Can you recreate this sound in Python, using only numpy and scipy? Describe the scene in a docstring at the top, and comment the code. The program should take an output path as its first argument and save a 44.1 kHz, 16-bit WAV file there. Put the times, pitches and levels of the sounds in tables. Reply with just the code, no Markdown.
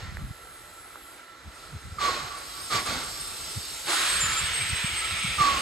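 """A small steam locomotive pulls away at a country depot, some forty metres from a camera's two microphone ports.
First the boiler simmers as an earlier chuff dies away with a last hiss, and a fine jet swells and is shut off.
Then the piston glands begin to leak, and uneven chuffs leave the chimney, each with a short falling hoot.
Near four seconds the drain cocks open: a cough, a loud drying hiss and thin whistles, then a last chuff.
All along, the yard answers the chuffs and a breeze bumps the microphone; two dry ticks come early on."""
import sys
import numpy as np
from scipy import signal
from scipy.fft import rfft, irfft, next_fast_len
from scipy.io import wavfile
from scipy.ndimage import uniform_filter1d, map_coordinates

SR = 44100
rng = np.random.default_rng(int(sys.argv[2]) if len(sys.argv) > 2 else 0)


def log_audio(samples):
    """Write samples as a 16-bit WAV file to the path given in sys.argv[1]."""
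    # one column per channel
    frames = np.atleast_2d(samples).T
    # limit to full scale, then quantise
    limited = np.clip(frames, -1, 1)
    pcm = np.round(limited * 32767).astype(np.int16)
    wavfile.write(sys.argv[1], SR, pcm)


N = 247401


# Exhaust beats at the chimney. Each row: start in seconds, blast level in dB, rise in seconds, time from
# start to fall in seconds, fall in dB per second, hoot level in dB, hoot rise in seconds,
# time for the hoot's pitch to settle in seconds.
CHUFFS = [(-.25, -30, .03, 0.048, 63.5, -24, 0.045, .02), (1.981, -28.5, 0.068, .09, 55, -25, .075, 0.028),
          (2.696, -25.5, 0.059, .076, 250, -25.5, 0.12, .04),
          (2.850, -31.5, 0.026, 0.086, 89, -40.5, .02, 0.0184),
          (5.381, -28.5, 0.036, 0.085, 41, -21, 0.032, 0.012)]
# Colour of the blast. Each row: frequency in Hz, relative level in dB per Hz.
BLAST_SPECTRUM = [(90, -13), (180, -15.5), (300, -7), (500, -8.5), (730, -5), (950, -6), (1400, 1),
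                  (1750, -6.5), (2100, -2.5), (2700, -8), (4300, -4.5), (6000, -13.5), (8300, -14),
                  (13500, -29.5)]
# Hollow body of the chimney. Each row: frequency in Hz, relative level in dB per Hz.
STACK_SPECTRUM = [(120, -11), (200, -4), (300, -3), (500, -2.5), (700, -4), (900, -4), (1300, -21),
                  (3000, -60)]
HOOT_HZ, HOOT_SCOOP_HZ = 1185, 70  # the first crack of steam overblows each hoot by the scoop
HOOT_SAG_HZ_PER_S, HOOT_SAG_S = 560, 0.2  # the pitch sags at this rate, for this long
# Roughness (0-1) of a hoot as loud as its blast; a relatively stronger hoot is rougher.
HOOT_ROUGH, HOOT_ROUGHENS_PER_DB = 0.468, 0.26
STACK_DB = -44.0


def chimney():
    """Each beat is a blast of steam that fills the stack; the blast pipe hoots and sags as the pressure falls."""
    roar, body, hoots = np.zeros((3, N))
    for start, db, rise, hold, fall_db, hoot_db, hoot_rise, settle in CHUFFS:
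        age = clock() - start
        roar += amp(db) * puff(age, rise, hold, fall_db)
        # the stack fills and empties later
        body += amp(STACK_DB) * puff(age - 0.008, 0.94 * rise, 1.54 * hold, 1.8 * fall_db)

        sag = HOOT_SAG_HZ_PER_S * np.clip(age, 0, HOOT_SAG_S)
        scoop = HOOT_SCOOP_HZ * np.exp(-np.clip(age / settle, 0, 10) ** 2)
        rough = np.clip(HOOT_ROUGH + HOOT_ROUGHENS_PER_DB * (hoot_db - db), 0, 1)
        tone = edge_tone(HOOT_HZ - sag + scoop, waver=0.0015 + 0.014 * rough, waver_rate=170,
                         flutter_db=1.0 + 2.0 * rough, flutter_rate=70)
        crack = 0.48 * puff(age - 0.002, 0.0066, 0.0099, 1200)  # the valve's first crack of steam
        swell = puff(age, hoot_rise, 0.88 * hold, fall_db + 80)
        hoots += amp(hoot_db) * np.maximum(crack, swell) * tone

    blast = roar * amp(0.63 * wobble(60)) * rush(BLAST_SPECTRUM, patchy_db=1.0)
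    blast += body * rush(STACK_SPECTRUM, patchy_db=5.5)
    return scattered(blast, share=0.082, spread=0.026, count=8) + hoots


# Water leaving the cocks. Each row: frequency in Hz, relative level in dB per Hz.
GULP_SPECTRUM = [(150, -24), (260, -25), (330, 6), (430, -12), (850, -0.5), (1150, -26), (3000, -48.5)]
# Wet steam at first. Each row: frequency in Hz, relative level in dB per Hz.
SPRAY_SPECTRUM = [(110, -43), (220, -18.5), (330, -13), (500, -13), (850, -13.5), (1100, -1.5),
                  (1350, -1.3), (1800, -1.3), (2200, -5), (3300, -4.5), (4800, -5.5), (6000, -13),
                  (8400, -6), (9500, -2.5), (11000, -19), (13500, -22)]
# Dry steam afterwards. Each row: frequency in Hz, relative level in dB per Hz.
DRY_STEAM_SPECTRUM = [(150, -34), (300, -14), (700, -14.5), (1000, -8), (1350, -4), (1600, -3.5),
                      (2400, 2.5), (3400, -0.5), (4800, -8.5), (6000, -13.5), (7500, -12.5), (8800, -6.5),
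                      (10500, -32), (13500, -24)]
COCKS_OPEN_S, COCKS_RISE_S = 3.878, 0.011  # the cocks are half open; time constant of the opening
COCKS_DB, SURGE_DB, SURGE_S = -31, 7, 0.47  # settled hiss, first surge above it, how long the surge lasts
DRY_AFTER_S, DRYING_S = 0.47, 0.13  # half dry this long after opening; time constant of the drying
PIPE_TONE_HZ, PIPE_TONE_DB = 1328, -15  # the drain pipes sing unsteadily; dB relative to their hiss


def cylinders():
    """The cocks cough up water, then a surge of spray that dries to an even hiss while the pipes sing."""
    age = clock() - COCKS_OPEN_S
    db = COCKS_DB + SURGE_DB * np.exp(-(age / SURGE_S) ** 2)
    dry = ease(age - DRY_AFTER_S, DRYING_S)
    cough = amp(-36.0) * puff(age + 0.015, 0.037, 0.044, 134) * rush(GULP_SPECTRUM, patchy_db=-0.5)
    wet_hiss = np.sqrt(1 - dry) * rush(SPRAY_SPECTRUM, patchy_db=1.64)
    dry_hiss = np.sqrt(dry) * rush(DRY_STEAM_SPECTRUM, patchy_db=2.0)
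    singing = edge_tone(PIPE_TONE_HZ, waver=0.018, waver_rate=120, flutter_db=4.0, flutter_rate=35)
    jet = wet_hiss + dry_hiss + amp(PIPE_TONE_DB) * singing
    return cough + ease(age, COCKS_RISE_S) * amp(db + 0.35 * wobble(18)) * jet


# Whistles at the edges of the cocks. Each row: start in seconds, rise in seconds, time from start to
# release in seconds, pitch in Hz, how sharp it starts in Hz, level in dB.
WHISTLES = [(4.015, 0.025, .07, 8350, 260, -31), (4.081, 0.028, 0.054, 8310, 31, -26),
            (4.139, .035, 0.057, 8250, 70.5, -26), (4.2, .01, 0.044, 7170, 92.5, -22),
            (4.275, .03, .065, 7200, 1, -32.5), (4.358, .012, 0.034, 7250, 1, -28),
            (4.375, 0.032, 0.092, 8320, 111, -32.5), (4.508, 0.033, 0.14, 8270, 20, -31),
            (4.66, 0.0092, .95, 8245, -2, -33.5)]
WHISTLE_SETTLE_S, WHISTLE_RELEASE_DB_PER_S = 0.04, 450
WHISTLE_SAG_HZ_PER_S, WHISTLE_FADE_DB_PER_S = 160, 6  # each sinks and fades with the pressure
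WHISTLE_WAVER = 0.00316  # unsteadiness of pitch, as a share


def whistles():
    """The jets sing at the edges of the cocks and jump between pitches; each note sinks and fades."""
    notes = np.zeros(N)
    drift = 1 + WHISTLE_WAVER * wobble(420)
    for start, rise, length, hz, sharp_hz, db in WHISTLES:
        age = np.maximum(clock() - start, 0)
        blowing = amp(db - WHISTLE_FADE_DB_PER_S * age) * puff(age, rise, length, WHISTLE_RELEASE_DB_PER_S)
        pitch = hz + sharp_hz * np.exp(-age / WHISTLE_SETTLE_S) - WHISTLE_SAG_HZ_PER_S * age
        notes += blowing * np.sin(2 * np.pi * np.cumsum(pitch * drift) / SR)
    return notes * unit(amp(3.6 * wobble(60)))


# Steam past the piston glands as pressure builds in the cylinders. Each row: time in seconds,
# level in dB before the cocks relieve it.
LEAK = [(1.42, -69), (1.5, -57), (1.6, -49.5), (1.75, -55), (2.1, -48), (2.35, -45), (2.7, -37)]
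# Colour of the leak. Each row: frequency in Hz, relative level in dB per Hz.
GLAND_SPECTRUM = [(150, -23), (300, -9), (800, -10), (1350, -8), (1700, -8), (3000, -4), (4600, 0),
                  (5400, -1), (5900, -8.5), (7200, -5), (8700, 2), (9400, -9), (11000, -8), (13500, -14)]
LEAK_RELIEF_DB, LEAK_RELIEF_S = 3, 0.2  # the open cocks take pressure off the glands
LEAK_TONE_HZ, LEAK_TONE_DB = 8680, -9.5  # the leak sings faintly; dB relative to its hiss


def glands():
    """Steam leaks at the piston glands with a faint, breathy tone that stops once the cocks ease the leak."""
    relief = np.clip((clock() - COCKS_OPEN_S) / LEAK_RELIEF_S, 0, 1)
    flow = amp(curve(LEAK) - LEAK_RELIEF_DB * relief + 0.31 * wobble(8.9))
    tone = edge_tone(LEAK_TONE_HZ, waver=0.019, waver_rate=420, flutter_db=6.5, flutter_rate=66)
    return flow * (rush(GLAND_SPECTRUM, patchy_db=2.0) + amp(LEAK_TONE_DB) * (1 - relief) * tone)


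# Last hiss of the earlier chuff, strongest near 1.9 kHz. Each row: frequency in Hz, relative level in dB per Hz.
LAST_HISS_SPECTRUM = [(900, -26), (1500, -5), (1850, 9), (2200, 1), (2700, -27), (4300, -17), (6000, -26)]
LAST_HISS_S, LAST_HISS_RISE_S, LAST_HISS_HOLD_S = -0.05, 0.03, 0.13
LAST_HISS_DB, LAST_HISS_FALL_DB_PER_S = -48.5, 82


def last_hiss():
    """The tail of the earlier chuff: a band of steam noise that dies away."""
    flow = puff(clock() - LAST_HISS_S, LAST_HISS_RISE_S, LAST_HISS_HOLD_S, LAST_HISS_FALL_DB_PER_S)
    return amp(LAST_HISS_DB) * flow * rush(LAST_HISS_SPECTRUM, patchy_db=1.5)


# Fire and blower. Each row: frequency in Hz, relative level in dB per Hz.
SIMMER_SPECTRUM = [(40, -14.5), (90, -11), (170, -24), (300, -5.5), (500, -8), (1080, -8.5), (1350, -4.5),
                   (1600, -7), (2050, -9), (2800, -13.5), (4100, -12.5), (5800, -20), (9800, -18),
                   (13500, -31)]
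# A fine jet from a small valve. Each row: frequency in Hz, relative level in dB per Hz.
FINE_JET_SPECTRUM = [(4000, -46), (7500, -9), (9200, -3), (10200, 1), (11500, -9), (15000, -18)]
SIMMER_DB, SIMMER_DRIFT_DB = -49.2, 0.2  # the boiler's steady level and its slow drift
VALVE_OPEN_S, VALVE_RISE_S, VALVE_HOLD_S = 0.03, 0.53, 1.11  # the hold counts from the opening
VALVE_DB, VALVE_FALL_DB_PER_S = -50.5, 90


def boiler():
    """The steady simmer of fire and blower rings in the pipes; a fine jet swells and is shut off."""
    pipes = amp(-4.7 + 0.7 * wobble(8.34)) * ringing()
    level = amp(SIMMER_DB + SIMMER_DRIFT_DB * wobble(1.96) + 0.4 * wobble(9.4))
    simmer = level * (rush(SIMMER_SPECTRUM, patchy_db=1.5) + pipes)
    valve = amp(VALVE_DB) * puff(clock() - VALVE_OPEN_S, VALVE_RISE_S, VALVE_HOLD_S, VALVE_FALL_DB_PER_S)
    return simmer + valve * rush(FINE_JET_SPECTRUM, patchy_db=4.5)


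# Resonances of the steam pipes. Each row: frequency in Hz, width in Hz before the response is squared,
# relative level in dB.
PIPE_MODES = [(1342, 59, 0), (1134, 54, -16), (2005, 68, -9)]


def ringing():
    """Noise of rms 1 sounding in the steam pipes, each mode a squared band-pass resonance."""
    def modes(f):
        response = 0
        for centre, width, db in PIPE_MODES:
            loss = 1j * f * width
            response = response + amp(db) * (loss / (centre ** 2 - f ** 2 + loss)) ** 2
        return response
    return unit(filtered(rng.standard_normal(N), modes))


# Small dry ticks. Each row: start in seconds, level of the main partial in dB, its frequency in Hz.
TICKS = [(.170, -25.5, 1730), (0.957, -29.5, 1260)]


def ticks():
    """Brief dry ticks with almost no ring: two partials and a little noise."""
    out = np.zeros(N)
    for start, db, hz in TICKS:
        age = np.maximum(clock() - start, 0)
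        ring = np.sin(2 * np.pi * hz * age) + 0.3 * np.sin(2 * np.pi * 0.46 * hz * age)
        ring += 0.15 * rng.standard_normal(N)
        out += amp(db) * puff(age, 0.00055, 0.00093, 9000) * ring
    return out


def scattered(x, share, spread, count):
    """Ground, rails and the engine's own flanks add weak late copies that comb the spectrum."""
    paths = np.zeros((2, SR // 10))
    for when, sign, skew in rng.random((count, 3)):
        lag = int(min(0.007 + when * spread, 0.09) * SR)
        right_lag = lag + int(8 * skew)
        paths[[0, 1], [lag, right_lag]] += share * np.sign(sign - 0.5) / np.sqrt(count)
    paths[:, 0] = 1  # direct sound
    return signal.fftconvolve(x, paths, axes=1)[:, :N] / np.sqrt(1 + share ** 2)


# Answers of the bank, sheds and trees. Each row: delay in seconds, level in dB before the dulling.
ECHOES = [(0.056, -19), (.14, -27), (.29, -18), (.53, -22)]
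# Decay of the diffuse tail. Each row: frequency in Hz, time to fall 60 dB in seconds.
TAIL_DECAY = [(200, 0.15), (1200, 2.6), (4000, 0.68), (10000, 0.17)]


def yard(x, tail_db):
    """Dull echoes from the bank and sheds, and a diffuse tail from the trees."""
    def reflections(hz):
        arrivals = sum(amp(db) * np.exp(-2j * np.pi * hz * delay) for delay, db in ECHOES)
        return arrivals / (1 + (hz / 3200) ** 2)  # duller towards the treble
    hz, t, z = signal.stft(rng.standard_normal((2, SR)), SR, nperseg=256)
    decay = amp(-60 * t / along(TAIL_DECAY, hz)[:, None])
    tail = signal.istft(z * decay, SR, nperseg=256)[1]
    trees = signal.fftconvolve(x, tail / np.linalg.norm(tail[0]), axes=1)[:, :N]
    return filtered(x, reflections) + amp(tail_db) * trees


# The hardest eddies at the microphone. Each row: time of the peak in seconds, level in dB,
# half length in seconds, pitch at the peak in Hz.
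EDDIES = [(.034, -36, .005, 103), (.087, -40, 0.0093, 90.3), (.126, -38, 0.0048, 149.7),
          (.151, -38.5, 0.0071, 75), (.19, -40.5, 0.007, 90), (.223, -37, 0.0055, 133.4),
          (.246, -31.5, 0.008, 58), (.312, -32, 0.0044, 95.6), (1.479, -40, 0.012, 73.4),
          (1.742, -41, .009, 135.4), (1.764, -35.5, 0.0066, 87.4), (1.855, -40, .007, 70),
          (1.878, -42, .007, 95), (1.924, -36.5, 0.0084, 88.6), (2.245, -40, 0.0076, 130.7),
          (2.755, -34.5, .012, 115.3), (2.894, -34.5, 0.0041, 119.5), (2.965, -41, 0.011, 69.7),
          (3.577, -31.5, .0075, 100), (4.239, -35, 0.0055, 140), (4.262, -40, .008, 80),
          (4.295, -40, .009, 70.4), (4.42, -40, 0.0063, 123.6), (4.44, -33.5, 0.0058, 84.4),
          (4.516, -38, 0.0058, 85.4), (4.622, -38, 0.0144, 114), (4.705, -38, 0.0088, 96),
          (4.733, -29, 0.0067, 84.2), (4.847, -28.5, 0.0025, 149), (4.937, -39, 0.0057, 64.5),
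          (5.135, -36.5, 0.011, 86.7), (5.249, -29.5, 0.0035, 165), (5.287, -37.5, .011, 110),
          (5.32, -40, 0.01, 59), (5.392, -34, 0.0063, 74), (5.411, -27.5, .0045, 140),
          (5.535, -38, 0.007, 74), (5.57, -41, .012, 59.6)]
# Turbulent core of a hard eddy. Each row: frequency in Hz, relative level in dB per Hz.
FLAP_SPECTRUM = [(18, -50), (30, -29), (70, -5.5), (140, -2), (220, -6.5), (330, -28), (700, -61)]
THUMP_SAG = 0.3014  # share by which the pitch starts above and ends below its value at the peak
THUMP_PORT_RAD, THUMP_GRIT_DB = 0.58, -7.5  # largest phase shift of each port; turbulence in a thump


def thumps():
    """A hard eddy shoves the air at the ports to and fro, slowing as it passes."""
    out, grit = np.zeros((2, N)), np.zeros(N)
    t = clock()
    for (peak, db, half_length, hz), (turn, skew) in zip(EDDIES, rng.random((len(EDDIES), 2))):
        near = slice(max(int((peak - 0.08) * SR), 0), int((peak + 0.08) * SR))
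        age = t[near] - peak
        swell = amp(db) / np.cosh(age / half_length)
        pitch = hz * (1 - THUMP_SAG * np.tanh(age / (2 * half_length)))
        port_shift = THUMP_PORT_RAD * (2 * skew - 1) * np.array([[1], [-1]])
        phase = 2 * np.pi * (turn + np.cumsum(pitch) / SR) + port_shift
        out[:, near] += np.sqrt(2) * swell * np.sin(phase)
        grit[near] += swell
    return out + amp(THUMP_GRIT_DB) * grit * swirl(FLAP_SPECTRUM)


# Strength of the breeze at the microphone. Each row: time in seconds, level in dB.
WIND = [(0, -42.5), (.27, -41), (.38, -58), (1.35, -65.5), (1.9, -46.5), (2.25, -49.5), (2.42, -58),
        (2.9, -47.5), (3.8, -55.5), (4.3, -45.5), (5.0, -49), (5.6, -47)]
# Small eddies at the ports. Each row: frequency in Hz, relative level in dB per Hz.
BUFFET_SPECTRUM = [(18, -46), (35, -13), (60, 2.5), (110, -2.5), (170, -4.5), (240, -17), (400, -28),
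                   (1000, -71)]
# Smooth rumble of the air. Each row: frequency in Hz, relative level in dB per Hz.
RUMBLE_SPECTRUM = [(18, -40), (35, -4), (60, -3.5), (90, -15), (130, -13), (200, -33), (500, -68)]
CALM_DB = -3  # smooth rumble, relative to the breeze
SMALL_EDDIES_PER_S, SMALL_EDDY_S = 11, 0.024  # one at a random moment of each slot; half length of one
EDDY_SCATTER_DB = 2.5  # each is up to this much stronger or weaker


def breeze():
    """Small eddies ruffle the microphone over a faint rumble; both follow the strength of the wind."""
    late, size = rng.random((int(SMALL_EDDIES_PER_S * N / SR), 2)).T
    when = (np.arange(len(late)) + late) / SMALL_EDDIES_PER_S
    eddy_power = amp(2 * EDDY_SCATTER_DB * (2 * size - 1))
    power = np.bincount((when * SR).astype(int), eddy_power, N)[:N]
    passing = np.exp(-(np.arange(-SR // 10, SR // 10) / SR / SMALL_EDDY_S) ** 2)
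    small = np.sqrt(np.abs(signal.fftconvolve(power, passing, mode="same")))
    rumble = amp(CALM_DB) * rush(RUMBLE_SPECTRUM, patchy_db=1.5)
    return amp(curve(WIND)) * (small * swirl(BUFFET_SPECTRUM) + rumble)


def swirl(spectrum):
    """Air of nearly even strength at the microphone; each port also feels its own turbulence."""
    own = 0.18 * rush(spectrum, patchy_db=-1.0) * [[1], [-1]]
    air = unit(rush(spectrum, patchy_db=0.3) + own)
    local_power = uniform_filter1d(np.mean(air ** 2, axis=0), size=700)
    return air / np.sqrt(np.abs(local_power) + 0.035)


# Likeness of noise at the two ports. Each row: frequency in Hz, correlation from 0 to 1.
ALIKE = [(100, 0.73), (600, 0.99), (1400, 0.94), (2500, 0.62), (4000, 0.79), (5600, 0.73), (7000, 1),
         (9800, 1), (13000, 0.28)]


def rush(spectrum, patchy_db):
    """Turbulent stereo noise of rms 1, with patches of random gain in time and frequency."""
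    z = signal.stft(rng.standard_normal((2, N)), nperseg=1024)[2]
    field = uniform_filter1d(rng.standard_normal(z.shape[1:]), size=4, axis=0)
    field = uniform_filter1d(field, size=10, axis=1)
    pair = signal.istft(z * amp(patchy_db * unit(field)), nperseg=1024)[1][:, :N]

    def mid_side(hz):
        turn = np.arccos(np.clip(along(ALIKE, hz), 0, 1)) / 2
        return amp(along(spectrum, hz)) * [np.cos(turn), np.sin(turn)]
    mid, side = filtered(pair, mid_side)
    return unit(np.array([mid + side, mid - side]))


def edge_tone(hz, waver, waver_rate, flutter_db, flutter_rate):
    """A tone of rms 1 blown by a jet; turbulence shakes its pitch and strength."""
    phase = 2 * np.pi * np.cumsum(hz * (1 + waver * wobble(waver_rate))) / SR
    return unit(np.sin(phase) * amp(flutter_db * wobble(flutter_rate)))


def puff(age, rise, hold, fall_db):
    """A port opens, stays open, and the pressure behind it drains away."""
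    opening = np.sin(np.pi / 2 * np.clip(age / rise, 0, 1))
    return opening * amp(-fall_db * np.maximum(age - hold, 0))


def ease(age, time):
    """A smooth step from 0 to 1, halfway at age 0."""
    return 0.5 + 0.5 * np.tanh(age / (2 * time))


def amp(db):
    """Decibels to gain."""
    return 10 ** (np.asarray(db) / 20)


def unit(x):
    """Scaled to rms 1."""
    return x / np.sqrt(np.mean(x ** 2) + 1e-20)


def along(points, hz):
    """(Hz, value) points read on a log axis."""
    f, v = np.transpose(points)
    return np.interp(np.log(hz + 1), np.log(f + 1), v)


def clock():
    """The time of every sample, in seconds."""
    return np.arange(N) / SR


def curve(rows):
    """(seconds, value) rows read at every sample."""
    s, v = np.transpose(rows)
    return np.interp(clock(), s, v)


def wobble(rate):
    """A smooth random curve, rate knots a second."""
    return map_coordinates(rng.standard_normal(int(N * rate / SR) + 4), [clock() * rate])


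def filtered(x, response):
    """x times a complex response of frequency."""
    m = next_fast_len(N + SR // 2)
    return irfft(rfft(x, m) * response(np.fft.rfftfreq(m, 1 / SR)), m)[..., :N]


def scene():
    """The engine in its yard, and the air at the microphone."""
    beats = chimney()
    jets = cylinders() + glands() + last_hiss() + boiler()
    steam = scattered(jets, share=0.31, spread=0.03, count=14)
    engine = beats + steam + whistles() + ticks()
    return engine + yard(beats, tail_db=-18.5) + thumps() + breeze()


# Phase between the microphone ports. Each row: frequency in Hz, lead of the left in radians.
LEAD = [(600, 0.1), (1150, 0.93), (2200, 0.15), (3200, -1.33), (4900, -0.33), (5700, 1.73), (6200, 0.05),
        (7800, 0.27), (9100, 2.85), (10300, 3.32), (11700, 6.2), (13000, 6.29), (13900, 9.29)]
# Level between the microphone ports. Each row: frequency in Hz, left minus right in dB.
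TILT = [(100, 0), (400, -2.5), (1200, -4.5), (1900, -3), (2400, 2.5), (3000, -2.5), (3800, -4.5),
        (4700, -1), (5600, -0.5), (14000, -0.5)]
MIC_LOW_CUT_HZ, TOP_HZ = 35, 14400


def record(dry):
    """The camera body shades and delays its two ports differently; deep bass is cut, as is all above the top."""
    sides = np.array([[0.5], [-0.5]])  # left, right

    def microphone(hz):
        ports = amp(sides * along(TILT, hz)) * np.exp(1j * sides * along(LEAD, hz))
        low_cut = hz ** 4 / np.sqrt(hz ** 8 + MIC_LOW_CUT_HZ ** 8)
        return ports * low_cut * (hz < TOP_HZ)
    return filtered(dry, microphone)


dry = scene()
out = record(dry)
log_audio(out)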